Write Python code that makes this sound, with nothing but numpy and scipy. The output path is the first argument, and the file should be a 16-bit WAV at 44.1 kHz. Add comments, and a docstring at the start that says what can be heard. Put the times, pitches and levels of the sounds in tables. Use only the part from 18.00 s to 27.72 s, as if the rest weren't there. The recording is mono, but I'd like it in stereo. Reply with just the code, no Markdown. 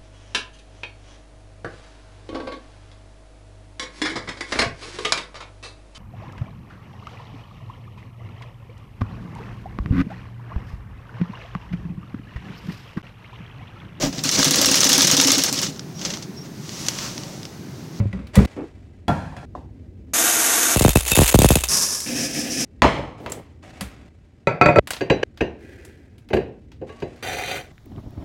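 """Restocking a kitchen, in short scenes that cut into one another over the hum of the house. A basket
scrapes onto its shelf; a big glass jar is dragged off a shelf and set down, its loose lid nodding.
Dry pasta pours in, is topped up and stirred; the glass lid drops on, is twisted, and the jar goes back.
Then a footed ceramic bowl is put down, filled with fruit, turned and at last slid over stone.
Each blow excites damped normal modes; pouring and scraping are many small random impacts."""
import sys
import numpy as np
from scipy import signal
from scipy.fft import rfft, irfft, next_fast_len
from scipy.io import wavfile

SR = 44100
rng = np.random.default_rng(int(sys.argv[2]) if len(sys.argv) > 2 else 0)


def unload_wav(signal):
    """Save mono or channel-first audio to the path in sys.argv[1] as 16-bit WAV at rate SR, clipped to [-1, 1]."""
    wavfile.write(
        sys.argv[1],
        SR,
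        np.round(np.clip(np.atleast_2d(signal).T, -1, 1) * 32767).astype(np.int16),
    )


N = 428652
TIME = np.arange(N) / SR
SPLIT_HZ = 900  # a blow's thump lies below this, its clack above
TWIN_HZ, TWIN_DB = 11, -3  # a mode's twin: typical detuning (less in the bass) and relative level

# Levels in spectra and mode tables are relative; a movement is a span of pouring, rubbing or stirring.
SCENE_ENDS = [.46, 1.455, 2.134, 3.684, 4.65, 5.6, 6.09, 6.795, 7.238, 8.6, 9.72]  # cuts at which the ringing stops: t/s
STEREO_WIDTH = [(60, -31), (125, -35), (330, -19.5), (600, -6.5), (2000, -20), (4000, -10), (8000, -2),
                (15000, -0.5)]  # side against mid: f/Hz, level/dB
HOUSE_LEVELS = [-42, -44, -40, -52, -46.5, -44.5, -43, -49.5, -43.5, -46, -44]  # hum in each scene: level/dB
HOUSE_SPECTRUM = [(15, -34.5), (25, -2.5), (85, 4.5), (118, -2.5), (172, -9), (271, -6.5), (515, -22.5),
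                  (1180, -58), (4000, -55), (15000, -66.5)]  # low hum: f/Hz, level/dB
RUSTLES = [(0.001, 0.076, -54), (.33, 0.11, -33), (.463, 0.048, -48), (5.17, 0.038, -52.5),
           (5.62, 0.23, -49), (8.86, 0.96, -55)]  # handling rustle and the scrape of the basket: t/s, hold/s, level/dB
RUSTLE_SPECTRUM = [(200, -15), (600, 2.5), (1100, -8.5), (2000, -6.5), (4000, -16), (8000, -22.5),
                   (15000, -43.5)]  # rustle and scrape: f/Hz, level/dB

# knocks on a shelf, first the basket, later the jar put back: t/s, thump level/dB, clack level/dB
SHELF_KNOCKS = [(0.001, -21.5, -42.5), (0.129, -25.5, -40), (0.19, -31.5, -52), (0.364, -5.5, -30),
                (0.388, -12, -31), (0.448, -26, -43), (5.81, -30, -39)]
SHELF_MODES = [(57.4, -6, 0.046), (107, -1, 0.17), (192, 5, 0.2), (265, -22, 0.092), (565, -10, 0.12),
               (1960, -16, 0.07)]  # shelf's ring: f/Hz, level/dB, T60/s
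SHELF_SPECTRUM = [(24, -20), (40, -60), (64, 15), (100, -7.5), (216, 3), (306, -12), (554, -7.5),
                  (710, -26), (2170, -26.5), (15000, -65)]  # its dense, fast-dying modes: f/Hz, level/dB
CUPBOARD_BUMPS = [(0.001, -15), (0.056, -19)]  # basket against cupboard: t/s, level/dB
CUPBOARD_MODES = [(104, 5, 0.18), (190, -14, 0.18)]  # cupboard's boom: f/Hz, level/dB, T60/s
TICKS = [(.27, -36, 19), (0.355, -14, 13), (0.45, -23.5, 18), (1.081, -22.5, 18), (4.003, -34.5, -3.5),
         (5.298, -35, 9.5), (5.319, -25, 9.5), (5.809, -18, 13.5), (6.873, -21.5, 15.5), (6.906, -13.5, 13),
         (6.934, -19, 26), (6.966, -25, 23.5), (7.374, -32.5, 22), (7.85, -38.5, 9.5), (8.181, -44.5, 15.5),
         (8.288, -37.5, 20), (8.339, -28.5, 16.5), (8.718, -39, 24), (9.002, -37, 22), (9.16, -43, 19)]  # ticks and clinks of things handled and set down: t/s, level/dB, treble loss/dB
TICK_SPECTRUM = [(150, -22), (600, -5.5), (1100, -7.5), (2200, -5), (5000, 2), (7600, 4.5), (10000, 1.5),
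                 (15000, -9)]  # one tick: f/Hz, level/dB

JAR_DRAG = [(.562, 0.06, -29)]  # jar leaving the top shelf: t/s, hold/s, level/dB
DRAG_SPECTRUM = [(170, 1), (290, 7.5), (490, 1), (750, -10.5), (2400, -28), (8000, -75)]  # jar rubbing on shelf: f/Hz, level/dB
JAR_KNOCKS = [(1.081, -18, -33.5), (1.091, -18, -45), (1.366, -36.5, -44.5)]  # jar on counter: t/s, thump level/dB, clack level/dB
JAR_MODES = [(81.9, -7.5, 0.98), (127.6, -13, 0.5), (705, 3.5, 0.16), (940, -6, 0.36), (1375, 1.5, 0.42),
             (1770, -10.5, 0.49), (2600, -6, 0.3), (3370, 6, 0.07)]  # its ring: f/Hz, level/dB, T60/s
JAR_SPECTRUM = [(29, -25), (50, -10), (150, -1), (371, -13.5), (1100, -12), (1700, -6.5), (9760, -26.5),
                (15000, -38)]  # its dense modes: f/Hz, level/dB
LID_NODS = [(1.323, -48.5, -44), (1.429, -41, -56), (1.551, -36.5, -37.5)]  # loose lid nodding and lifted: t/s, thump level/dB, clack level/dB
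SEAT_MODES = [(730, 2, 0.049), (1040, -4, 0.03), (1750, -30, 0.057)]  # lid in its seat: f/Hz, level/dB, T60/s
SEAT_SPECTRUM = [(100, -1), (500, 4), (850, -7.5), (1300, -22), (2500, -32.5), (12000, -40)]  # its dense modes: f/Hz, level/dB

POUR = [(2.1342, 0.6165, -16.5), (2.2, .11, -21)]  # distant pour of pasta: t/s, hold/s, level/dB
POUR_SPECTRUM = [(71, -24.5), (200, -10.5), (319, 0), (383, -7), (649, -1), (1000, -4), (1460, -0.5),
                 (2440, -3.5), (4570, -8), (6460, 0.5), (13700, -5), (14600, -20), (15500, -57.5)]  # pasta landing: f/Hz, level/dB
POUR_PEAKS = [(318, 60, -5), (1480, 140, -6), (3640, 120, 0), (6470, 510, -5.5)]  # resonances of the filling jar: f/Hz, width/Hz, level/dB
GUSHES = [(2.745, 0.896, -28), (2.79, 0.016, -20.5), (3.063, 0.031, -22.5), (3.15, 0.16, -20.5),
          (3.39, 0.13, -22.5)]  # pasta pouring close by: t/s, hold/s, level/dB
CRACK_SPECTRUM = [(500, 2), (1500, -3), (3000, 1.5), (5500, -5), (6900, 1), (10000, -5), (13000, -3.5),
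                  (16000, -7.5)]  # crack of one piece: f/Hz, level/dB
CLOSE_JAR_MODES = [(2628, 1, 0.055), (3660, -5.5, 0.086)]  # glass close by: f/Hz, level/dB, T60/s
CLOSE_DROPS = [(2.761, -10.5), (2.81, -9.5), (2.849, -4), (2.881, -11.5), (2.958, -4.5), (3.118, -17),
               (3.174, -9.5), (3.19, -5.5), (3.217, -7.5), (3.344, -2.5), (3.389, -6), (3.418, -10),
               (3.445, -4), (3.505, -6), (3.557, -11)]  # pieces striking close by: t/s, relative level/dB
CLOSE_CLICKS = [(2.77, -23.5), (2.793, -27), (2.823, -27), (2.88, -25.5), (2.892, -19.5), (2.906, -27),
                (2.955, -23), (2.972, -23), (3.007, -26), (3.079, -25), (3.117, -17.5), (3.132, -29),
                (3.15, -22), (3.155, -20), (3.166, -19), (3.176, -24.5), (3.21, -28), (3.234, -22),
                (3.264, -22.5), (3.278, -20.5), (3.389, -17.5), (3.419, -19.5), (3.446, -24.5),
                (3.488, -19), (3.507, -24.5), (3.528, -26.5), (3.555, -17.5), (3.607, -30), (3.638, -21.5)]  # loudest clicks of piece on piece: t/s, level/dB
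WALL_HITS = [(2.849, -31), (2.958, -27), (3.118, -22), (3.135, -27), (3.505, -33.5)]  # pieces catching the jar's wall: t/s, level/dB
TOP_UP = [(3.685, 0.14, -17), (3.93, 0.022, -30)]  # last of the box: t/s, hold/s, level/dB
TOP_UP_SPECTRUM = [(88, -38.5), (150, -3), (346, -6.5), (751, -11.5), (1200, -6.5), (1480, -14),
                   (3220, -13.5), (4400, -9), (5100, 3.5), (5700, 4.5), (7500, -3.5), (11100, -5),
                   (15000, -24.5)]  # pasta landing in the full jar: f/Hz, level/dB
FULL_JAR_PEAKS = [(1740, 65, 7), (2504, 130, -5)]  # resonances of the full jar: f/Hz, width/Hz, level/dB
SCOOP_STROKES = [(4.058, .58, -29), (4.15, 0.1, -28.5), (4.335, 0.07, -32), (4.57, 0.077, -33)]  # steady stirring and three strokes: t/s, hold/s, level/dB
HOLLOW_SPECTRUM = [(47, -40), (110, -6), (170, 0), (235, 8.5), (300, 3), (400, -11), (521, -1), (600, -14),
                   (693, -8), (986, -23.5), (1710, -17.5), (2490, -11), (3310, -17.5), (12000, -28)]  # hollow of the jar: f/Hz, level/dB
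SCOOP_RATTLE = [(4.06, .58, -33), (4.145, 0.11, -26), (4.325, 0.084, -27.5), (4.495, 0.14, -27.5),
                (4.585, 0.04, -24.5)]  # pasta shells shifting as they are stirred: t/s, hold/s, level/dB
RATTLE_SPECTRUM = [(2800, -19), (4400, -15), (5050, -2), (5700, -1), (7200, -9.5), (11500, -17),
                   (15000, -40)]  # shell against shell: f/Hz, level/dB

LID_KNOCKS = [(4.82, -13, -14), (4.843, -9.5, -28.5), (4.985, -25.5, -47), (5.262, -33, -35.5)]  # lid dropping on: t/s, thump level/dB, clack level/dB
LID_MODES = [(131.6, 5.5, 0.46), (300, 1.5, 0.35), (578, 5.5, 0.22), (656, 4, 0.26), (935, 7.5, 0.05),
             (2220, -1, 0.1), (2630, 3, 0.12), (3430, -1.5, 0.12), (4490, -1, 0.082), (6700, -9.5, 0.12)]  # its ring: f/Hz, level/dB, T60/s
LID_SPECTRUM = [(29, -28), (50, -10), (173, -11.5), (418, -12), (557, -6.5), (640, -14.5), (1220, -14),
                (2500, -13), (4400, -25), (9000, -34.5), (15000, -44)]  # its dense modes: f/Hz, level/dB
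LID_TWIST = [(5.2, 0.2, -37.5)]  # lid twisted in its seat: t/s, hold/s, level/dB
LID_PINGS = [(5.32, -32.5)]  # glass touching glass: t/s, level/dB
PING_MODES = [(6580, -24, 0.13), (7480, 10, 0.018), (7830, -17, 0.15)]  # its ring: f/Hz, level/dB, T60/s

BOWL_KNOCKS = [(6.471, -16, -20), (6.479, -19.5, -34.5), (6.612, -11.5, -12), (6.619, -26, -20.5),
               (6.659, -15, -15.5), (6.686, -12.5, -20.5), (6.759, -13, -21), (6.768, -17, -22),
               (6.785, -8, -19.5)]  # bowl put down: t/s, thump level/dB, clack level/dB
BOWL_MODES = [(319, -3.5, 0.16), (398.6, -1, 0.15), (591, 3, 0.12), (714, -7.5, 0.3), (934, -4.5, 0.08),
              (1110, -18, 0.36), (1339, 1.5, 0.2), (2018, -0.5, 0.069), (2499, 0, 0.15),
              (3927, -15.5, 0.078), (4570, -16, 0.24), (6220, -26, 0.12), (7550, -29, 0.11)]  # empty bowl: f/Hz, level/dB, T60/s
BOWL_SPECTRUM = [(35, -27), (150, 1.5), (250, -13), (381, -6.5), (587, 1.5), (1040, -23), (1500, -12.5),
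                 (2470, -12.5), (2840, -28.5), (14000, -50)]  # its dense modes: f/Hz, level/dB
FRUIT_DROPS = [(7.007, -21, -29), (7.098, -13, -19.5), (7.228, -23, -24), (7.406, -17, -25),
               (8.302, -29, -44), (8.33, -15, -26.5), (8.365, -18.5, -33), (8.812, -29, -58),
               (8.89, -41, -48), (9.02, -24.5, -39.5)]  # fruit landing: t/s, thump level/dB, clack level/dB
LADEN_MODES = [(380, 2.5, 0.12), (440, -2, .19), (525, -7, 0.2), (690, -13, .2), (1115, -31, 0.3),
               (1640, -8, 0.08), (1836, -20, .3), (2060, -18, 0.15), (2570, -13, 0.11), (2800, -23, .25),
               (3957, -27, 0.26), (4630, -22, .15), (4862, -33, .22), (5890, -31, 0.18), (6220, -36, .2),
               (6630, -31, 0.12), (7560, -39, .13)]  # bowl with fruit in it: f/Hz, level/dB, T60/s
FRUIT_SPECTRUM = [(35, -23), (60, -8.5), (270, -7), (417, -0.5), (800, -13), (1310, -34.5), (1600, -21.5),
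                  (2590, -22.5), (4680, -42.5), (14000, -65)]  # thud of fruit: f/Hz, level/dB
BOWL_TURN = [(7.57, 0.3, -48)]  # bowl turned on its foot: t/s, hold/s, level/dB
TURN_SPECTRUM = [(400, 8.5), (1100, -21), (1700, -2), (2400, -8), (3300, -18), (8000, -25.5), (15000, -36)]  # turning foot: f/Hz, level/dB
RIM_TOUCHES = [(8.892, -47.5)]  # bananas brushing the rim: t/s, level/dB
RIM_MODES = [(1130, 0, 0.65), (2840, -2, 0.25), (3800, -10, .15)]  # rim's ring: f/Hz, level/dB, T60/s
BOWL_SLIDE = [(9.224, 0.35, -28.5)]  # bowl slid over stone: t/s, hold/s, level/dB
SLIDE_SPECTRUM = [(120, -5), (399, -6), (600, -5.5), (760, -4), (1100, -14.5), (2100, -4), (3000, -13.5),
                  (4600, -20.5), (5200, -26), (6200, -22), (15500, -28.5)]  # foot on stone: f/Hz, level/dB
SCRAPE_PEAKS = [(540, 5), (732, 10), (1480, 10), (2080, 4), (2500, 8), (3150, 8), (3600, 8), (3950, 14),
                (4310, 11), (4660, 15), (5900, 16), (6230, 12), (6670, 9), (7570, 8), (8910, 8),
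                (10100, 10)]  # resonances of the scraping bowl: f/Hz, level/dB
GRIT = [(9.42, 0.095, -35)]  # grit caught under the foot: t/s, hold/s, level/dB
GRIT_SPECTRUM = [(1200, -21), (2200, 12), (4300, 5), (5200, -13), (6100, -1), (7200, -27), (15000, -29)]  # rasp of grit: f/Hz, level/dB


def from_db(db):
    """Amplitude ratio: a factor of ten for every 20 dB."""
    return 10 ** (np.asarray(db) / 20)


def unit_rms(x):
    """Normalisation to unit mean power."""
    return x / np.sqrt(np.mean(x ** 2) + 1e-20)


def at_level(x, db):
    """Normalisation of a stereo transient by the RMS level of its first 25 ms."""
    count = int(.025 * SR)
    return x * from_db(db) / np.sqrt(np.sum(x[:, :count] ** 2) / (2 * count) + 1e-20)


def gain_at(spectrum, hz):
    """Interpolation of level over logarithmic frequency, returned as gain."""
    f, db = np.transpose(spectrum)
    return from_db(np.interp(np.log(hz + 1), np.log(f), db))


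def butter(x, hz, kind, order=2):
    """Causal Butterworth filtering: a maximally flat passband."""
    return signal.sosfilt(signal.butter(order, hz, kind, fs=SR, output="sos"), x)


def add(out, s, sound):
    """Linear superposition of a sound starting at time s."""
    start = int(s * SR)
    out[:, start:start + sound.shape[-1]] += sound[..., :N - start]


def lifetime(s):
    """Truncation: a time axis from onset s to the next cut, one second at most."""
    end = min([cut for cut in SCENE_ENDS if cut > s] + [s + 1])
    return np.arange(max(int((end - s) * SR), 64)) / SR


def decay(t, t60):
    """Exponential damping: 60 dB lost in t60 seconds."""
    return from_db(-60 * t / t60)


def edges(t, attack_s):
    """Finite rise time of a contact, with a 2 ms fade where its time axis ends."""
    rise = 1 - np.exp(-(t / attack_s) ** 2)
    return rise * np.sin(np.pi / 2 * np.minimum((t[-1] - t) / .002, 1)) ** 2


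def movements(rows, attack_s, release_t60):
    """Incoherent sources add in power: the joint envelope of movements that rise, hold and decay."""
    power = np.zeros((1, N))
    for s, hold_s, db in rows:
        t = lifetime(s)
        release = decay(np.maximum(t - hold_s, 0), release_t60)
        add(power, s, (from_db(db) * edges(t, attack_s) * release) ** 2)
    return np.sqrt(power[0])


def coloured(pair, spectrum, peaks=(), echoes=(), wide_db=0):
    """Source and filter: two signals, as mid and side, pass a spectrum, resonances and echoes."""
    count = pair.shape[1]
    size = next_fast_len(count, True)
    hz = np.arange(size // 2 + 1) * SR / size
    bass_rolloff = np.sqrt(1 + (.7 * spectrum[0][0] / (hz + 1)) ** 6)
    resonance = 1 + sum(from_db(db) / (1 + 2j * (hz - f) / width) for f, width, db in peaks)
    comb = 1 + sum(gain * np.exp(-2j * np.pi * hz * delay_s) for delay_s, gain in echoes)
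    mid, side = rfft(pair, size) * gain_at(spectrum, hz) / bass_rolloff * resonance * comb
    side = side * np.minimum(gain_at(STEREO_WIDTH, hz) * from_db(wide_db), .9)
    return unit_rms(irfft(np.array([mid + side, mid - side]), size)[:, :count])


def noise(count, spectrum, **shaping):
    """Spectral shaping of Gaussian noise, in stereo."""
    return coloured(rng.standard_normal((2, count)), spectrum, **shaping)


def ringing(t, modes, scatter_db):
    """Mode splitting: nothing is perfectly round, so each randomly excited mode beats with a twin."""
    out = 0
    for hz, db, t60 in modes:
        strength, bearing, sign, split = rng.standard_normal(4)
        ear_phase = bearing * gain_at(STEREO_WIDTH, hz) * np.array([[1], [-1]])
        phase = 2 * np.pi * hz * t
        detune_hz = min(TWIN_HZ, hz / 100) * split
        twin = from_db(TWIN_DB) * np.cos(phase + 2 * np.pi * detune_hz * t)
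        amplitude = np.sign(sign) * from_db(db + scatter_db * strength)
        out = out + amplitude * decay(t, t60) * (np.sin(phase + ear_phase) + twin)
    return out


def stream(envelope, spectrum, peaks=(), *, per_s, uneven_db, grain_t60):
    """Shot noise: random contacts of uneven size crackle through resonances and off hard walls."""
    live = np.flatnonzero(envelope)
    sizes = from_db(uneven_db * np.minimum(rng.exponential(1, N), 4))[live]
    contacts = sizes * (rng.random(N)[live] < per_s / SR)
    power_retained = from_db(-120 / (grain_t60 * SR))  # per sample
    power = signal.lfilter([1], [1, -power_retained], contacts ** 2 + 1e-12)
    walls = [(delay_s, .17) for delay_s in rng.uniform(.001, .009, size=5)]
    crackle = np.sqrt(power) * rng.standard_normal((2, N))[:, live]
    out = np.zeros((2, N))
    out[:, live] = coloured(crackle, spectrum, peaks, walls)
    return out * envelope


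def knocks(rows, modes, spectrum, *, ring_db, thump_t60, clack_t60, thump_rise_s, clack_rise_s,
           room_db, room_t60, treble_t60, wall_hz, echo_s, wide_db):
    """Impulse response: low thump, high clack, ringing modes, one reflection and duller reverberation."""
    out = np.zeros((2, N))
    for s, thump_db, clack_db in rows:
        t = lifetime(s)
        dense = noise(len(t), spectrum, echoes=[(echo_s, .35)], wide_db=wide_db)
        tones = from_db(ring_db) * ringing(t, modes, scatter_db=3.8)
        low = dense * (decay(t, thump_t60) + from_db(room_db) * decay(t, room_t60)) + tones
        room_treble = from_db(room_db) * butter(dense, wall_hz, "low") * decay(t, treble_t60)
        high = 2 * dense * decay(t, clack_t60) + room_treble + tones
        thump = butter(low, SPLIT_HZ, "low", order=4) * edges(t, thump_rise_s)
        clack = butter(high, SPLIT_HZ, "high", order=4) * edges(t, clack_rise_s)
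        add(out, s, at_level(thump, thump_db) + at_level(clack, clack_db))
    return out


def soft_touches(rows, modes):
    """Free vibration after a light or padded contact: the modes ring without a clack."""
    out = np.zeros((2, N))
    for s, db in rows:
        t = lifetime(s)
        add(out, s, at_level(ringing(t, modes, scatter_db=1) * edges(t, .00078), db))
    return out


def house_hum():
    """Stationary low noise, at its own level in each scene."""
    scene_index = np.searchsorted(SCENE_ENDS[:-1], TIME)
    return from_db(HOUSE_LEVELS)[scene_index] * noise(N, HOUSE_SPECTRUM)


def rustle(rest_db=-66):
    """Friction noise: handling rustle and the scrape of the basket, with a faint stir in between."""
    envelope = movements(RUSTLES, attack_s=.0098, release_t60=1) + from_db(rest_db)
    return stream(envelope, RUSTLE_SPECTRUM, per_s=700, uneven_db=2.5, grain_t60=.067)


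def shelving():
    """Impact excitation: the basket bumps cupboard and shelf; later the jar is put back on a shelf."""
    shelf = knocks(SHELF_KNOCKS, SHELF_MODES, SHELF_SPECTRUM, ring_db=-6.5,
                   thump_t60=.26, clack_t60=.028, thump_rise_s=.0061, clack_rise_s=.00049,
                   room_db=-11, room_t60=.32, treble_t60=.98, wall_hz=12000, echo_s=.000826, wide_db=4)
    return shelf + soft_touches(CUPBOARD_BUMPS, CUPBOARD_MODES)


def ticks(crack_t60=.034, room_db=-7.5, room_t60=.23):
    """Brief contacts have broad spectra: things handled and set down tick and clink, with a short tail."""
    out = np.zeros((2, N))
    for s, db, treble_loss_db in TICKS:
        t = lifetime(s)
        envelope = decay(t, crack_t60) + from_db(room_db) * decay(t, room_t60)
        tick = at_level(noise(len(t), TICK_SPECTRUM) * envelope, db)
        low = butter(tick, 2700, "low")
        add(out, s, low + from_db(-treble_loss_db) * (tick - low))
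    return out


def jar_drag():
    """Sliding friction: the jar rubs dully along the top shelf."""
    envelope = movements(JAR_DRAG, attack_s=.0032, release_t60=.19)
    return stream(envelope, DRAG_SPECTRUM, per_s=490, uneven_db=1, grain_t60=.036)


def jar_set_down():
    """Lightly damped modes: the glass jar strikes the counter and rings on."""
    return knocks(JAR_KNOCKS, JAR_MODES, JAR_SPECTRUM, ring_db=-10.5,
                  thump_t60=.14, clack_t60=.024, thump_rise_s=.00063, clack_rise_s=.0003,
                  room_db=-3.5, room_t60=.72, treble_t60=1, wall_hz=11000, echo_s=.001204, wide_db=4)


def lid_nods():
    """Heavily damped modes: the loose lid nods in its seat and is lifted."""
    return knocks(LID_NODS, SEAT_MODES, SEAT_SPECTRUM, ring_db=0,
                  thump_t60=.05, clack_t60=.0055, thump_rise_s=.0005, clack_rise_s=.00092,
                  room_db=-3, room_t60=.33, treble_t60=.37, wall_hz=6000, echo_s=.00107, wide_db=6)


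def pasta_pour():
    """Dense impacts merge into noise: pasta, heard from afar, drives the jar's resonances."""
    envelope = movements(POUR, attack_s=.00098, release_t60=.023)
    return stream(envelope, POUR_SPECTRUM, POUR_PEAKS, per_s=4700, uneven_db=1.5, grain_t60=.015)


def shell_click(shell_t60=.024, crack_db=4, crack_t60=.0094, room_db=-22, room_t60=.18, glass_db=-9):
    """Double impact: a pasta shell lands edge after edge, exciting its own modes and the glass."""
    t = np.arange(int(.05 * SR)) / SR
    shell_modes = [(hz, 0, shell_t60) for hz in rng.uniform(6140, 11700, size=3)]
    later = t - rng.uniform(.001, .004)
    second_edge = (later > 0) * decay(abs(later), crack_t60) * rng.random()
    envelope = decay(t, crack_t60) + second_edge + from_db(room_db) * decay(t, room_t60)
    crack = coloured(rng.standard_normal((2, len(t))) * envelope, CRACK_SPECTRUM)
    glass = unit_rms(ringing(t, CLOSE_JAR_MODES, scatter_db=6)) * edges(t, .0007)
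    shell = unit_rms(ringing(t, shell_modes, scatter_db=4.7))
    return shell + from_db(crack_db) * crack + from_db(glass_db) * glass


def pasta_gushes(pieces=230, uneven_db=10):
    """A random point process: close by, the pieces click one by one."""
    envelope = movements(GUSHES, attack_s=.0025, release_t60=.35)
    live = np.flatnonzero(envelope)
    out = np.zeros((2, N))
    for when, weakness in rng.random((pieces, 2)):
        s = live[int(when * len(live))] / SR
        add(out, s, at_level(shell_click(), -uneven_db * weakness))
    return envelope * out / np.sqrt(np.mean(out[:, live] ** 2))


def pasta_drops(start_hz=1260, glide_s=.00086, wave_db=2.5, boom_hz=61.4, boom_db=-22, click_db=-22.5):
    """Dispersion: high bending waves travel faster, so a hit is a click, a falling chirp, then a boom."""
    out = np.zeros((2, N))
    t = np.arange(int(.2 * SR)) / SR
    boom = from_db(boom_db) * np.sin(2 * np.pi * boom_hz * t) * decay(t, t60=1) * edges(t, .015)
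    rebounds = [(s + .0125, db - 9) for s, db in CLOSE_DROPS]
    for s, db in [*CLOSE_DROPS, *rebounds]:
        glide = glide_s * np.exp(.19 * rng.standard_normal())
        chirp = np.sin(2 * np.pi * start_hz * glide * np.log1p(t / glide)) * decay(t, t60=.16)
        add(out, s, from_db(db + wave_db) * (chirp + boom))
        add(out, s, at_level(shell_click(), db / 2 + click_db))
    return out


def pasta_collisions():
    """Discrete impacts: piece clicks on piece, and a few set the wall of the jar ringing."""
    out = soft_touches(WALL_HITS, CLOSE_JAR_MODES)
    for s, db in CLOSE_CLICKS:
        add(out, s, at_level(shell_click(), db))
    return out


def pasta_top_up():
    """Shot noise through the full jar's resonances, dying away as the box runs empty."""
    envelope = movements(TOP_UP, attack_s=.0005, release_t60=.89)
    return stream(envelope, TOP_UP_SPECTRUM, FULL_JAR_PEAKS, per_s=3100, uneven_db=4, grain_t60=.037)


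def scoop():
    """Cavity resonance: stirring sounds the hollow of the jar while the shells rattle together."""
    strokes = movements(SCOOP_STROKES, attack_s=.003, release_t60=.065)
    hollow = stream(strokes, HOLLOW_SPECTRUM, FULL_JAR_PEAKS, per_s=1400, uneven_db=1.5, grain_t60=.051)
    shifts = movements(SCOOP_RATTLE, attack_s=.013, release_t60=.18)
    rattle = stream(shifts, RATTLE_SPECTRUM, FULL_JAR_PEAKS, per_s=1200, uneven_db=.5, grain_t60=.098)
    return hollow + rattle


def lid_closing():
    """Hard contact excites high modes: the glass lid clacks on, rubs as it is twisted, and pings."""
    drop = knocks(LID_KNOCKS, LID_MODES, LID_SPECTRUM, ring_db=-23,
                  thump_t60=.11, clack_t60=.0045, thump_rise_s=.00092, clack_rise_s=.00016,
                  room_db=-14.5, room_t60=.79, treble_t60=.52, wall_hz=6140, echo_s=.00096, wide_db=4.5)
    rub = movements(LID_TWIST, attack_s=.0022, release_t60=.088) * noise(N, SEAT_SPECTRUM)
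    return drop + rub + soft_touches(LID_PINGS, PING_MODES)


def bowl_set_down():
    """Repeated impacts excite the ceramic bowl's normal modes as it is put down."""
    return knocks(BOWL_KNOCKS, BOWL_MODES, BOWL_SPECTRUM, ring_db=-5.5,
                  thump_t60=.034, clack_t60=.014, thump_rise_s=.0015, clack_rise_s=.00054,
                  room_db=-5.5, room_t60=.44, treble_t60=.33, wall_hz=4500, echo_s=.00083, wide_db=2)


def fruit():
    """Soft contact builds up slowly: fruit thuds into the laden bowl, and bananas brush its rim."""
    thuds = knocks(FRUIT_DROPS, LADEN_MODES, FRUIT_SPECTRUM, ring_db=-7,
                   thump_t60=.1, clack_t60=.04, thump_rise_s=.0077, clack_rise_s=.0028,
                   room_db=-13, room_t60=.5, treble_t60=.41, wall_hz=7000, echo_s=.000735, wide_db=3.5)
    return thuds + soft_touches(RIM_TOUCHES, RIM_MODES)


def bowl_turn():
    """Friction noise: the bowl rasps faintly as it is turned on its foot."""
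    envelope = movements(BOWL_TURN, attack_s=.032, release_t60=1)
    return stream(envelope, TURN_SPECTRUM, per_s=1200, uneven_db=2.5, grain_t60=.03)


def bowl_slide(bandwidth_hz=32):
    """Forced vibration: stone and grit under the sliding foot drive the bowl's narrow resonances."""
    peaks = [(hz, bandwidth_hz, db) for hz, db in SCRAPE_PEAKS]
    push = movements(BOWL_SLIDE, attack_s=.0033, release_t60=.22)
    stone = stream(push, SLIDE_SPECTRUM, peaks, per_s=1200, uneven_db=2, grain_t60=.016)
    catch = movements(GRIT, attack_s=.028, release_t60=.12)
    grit = stream(catch, GRIT_SPECTRUM, peaks, per_s=500, uneven_db=2, grain_t60=.012)
    return stone + grit


def scene():
    """Superposition of all the sources, in order of first appearance."""
    return (house_hum() + rustle() + shelving() + ticks() + jar_drag() + jar_set_down() + lid_nods()
            + pasta_pour() + pasta_gushes() + pasta_drops() + pasta_collisions() + pasta_top_up()
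            + scoop() + lid_closing() + bowl_set_down() + fruit() + bowl_turn() + bowl_slide())


def record(dry):
    """Band limiting and saturation: deep bass is lost, peaks flatten at full scale, the top is cut."""
    heard = butter(dry, 51, "high", order=3)
    clipped = heard / (1 + heard ** 8) ** (1 / 8)
    return signal.sosfilt(signal.ellip(10, .1, 80, 16000, fs=SR, output="sos"), clipped)


dry = scene()
out = record(dry)
unload_wav(out)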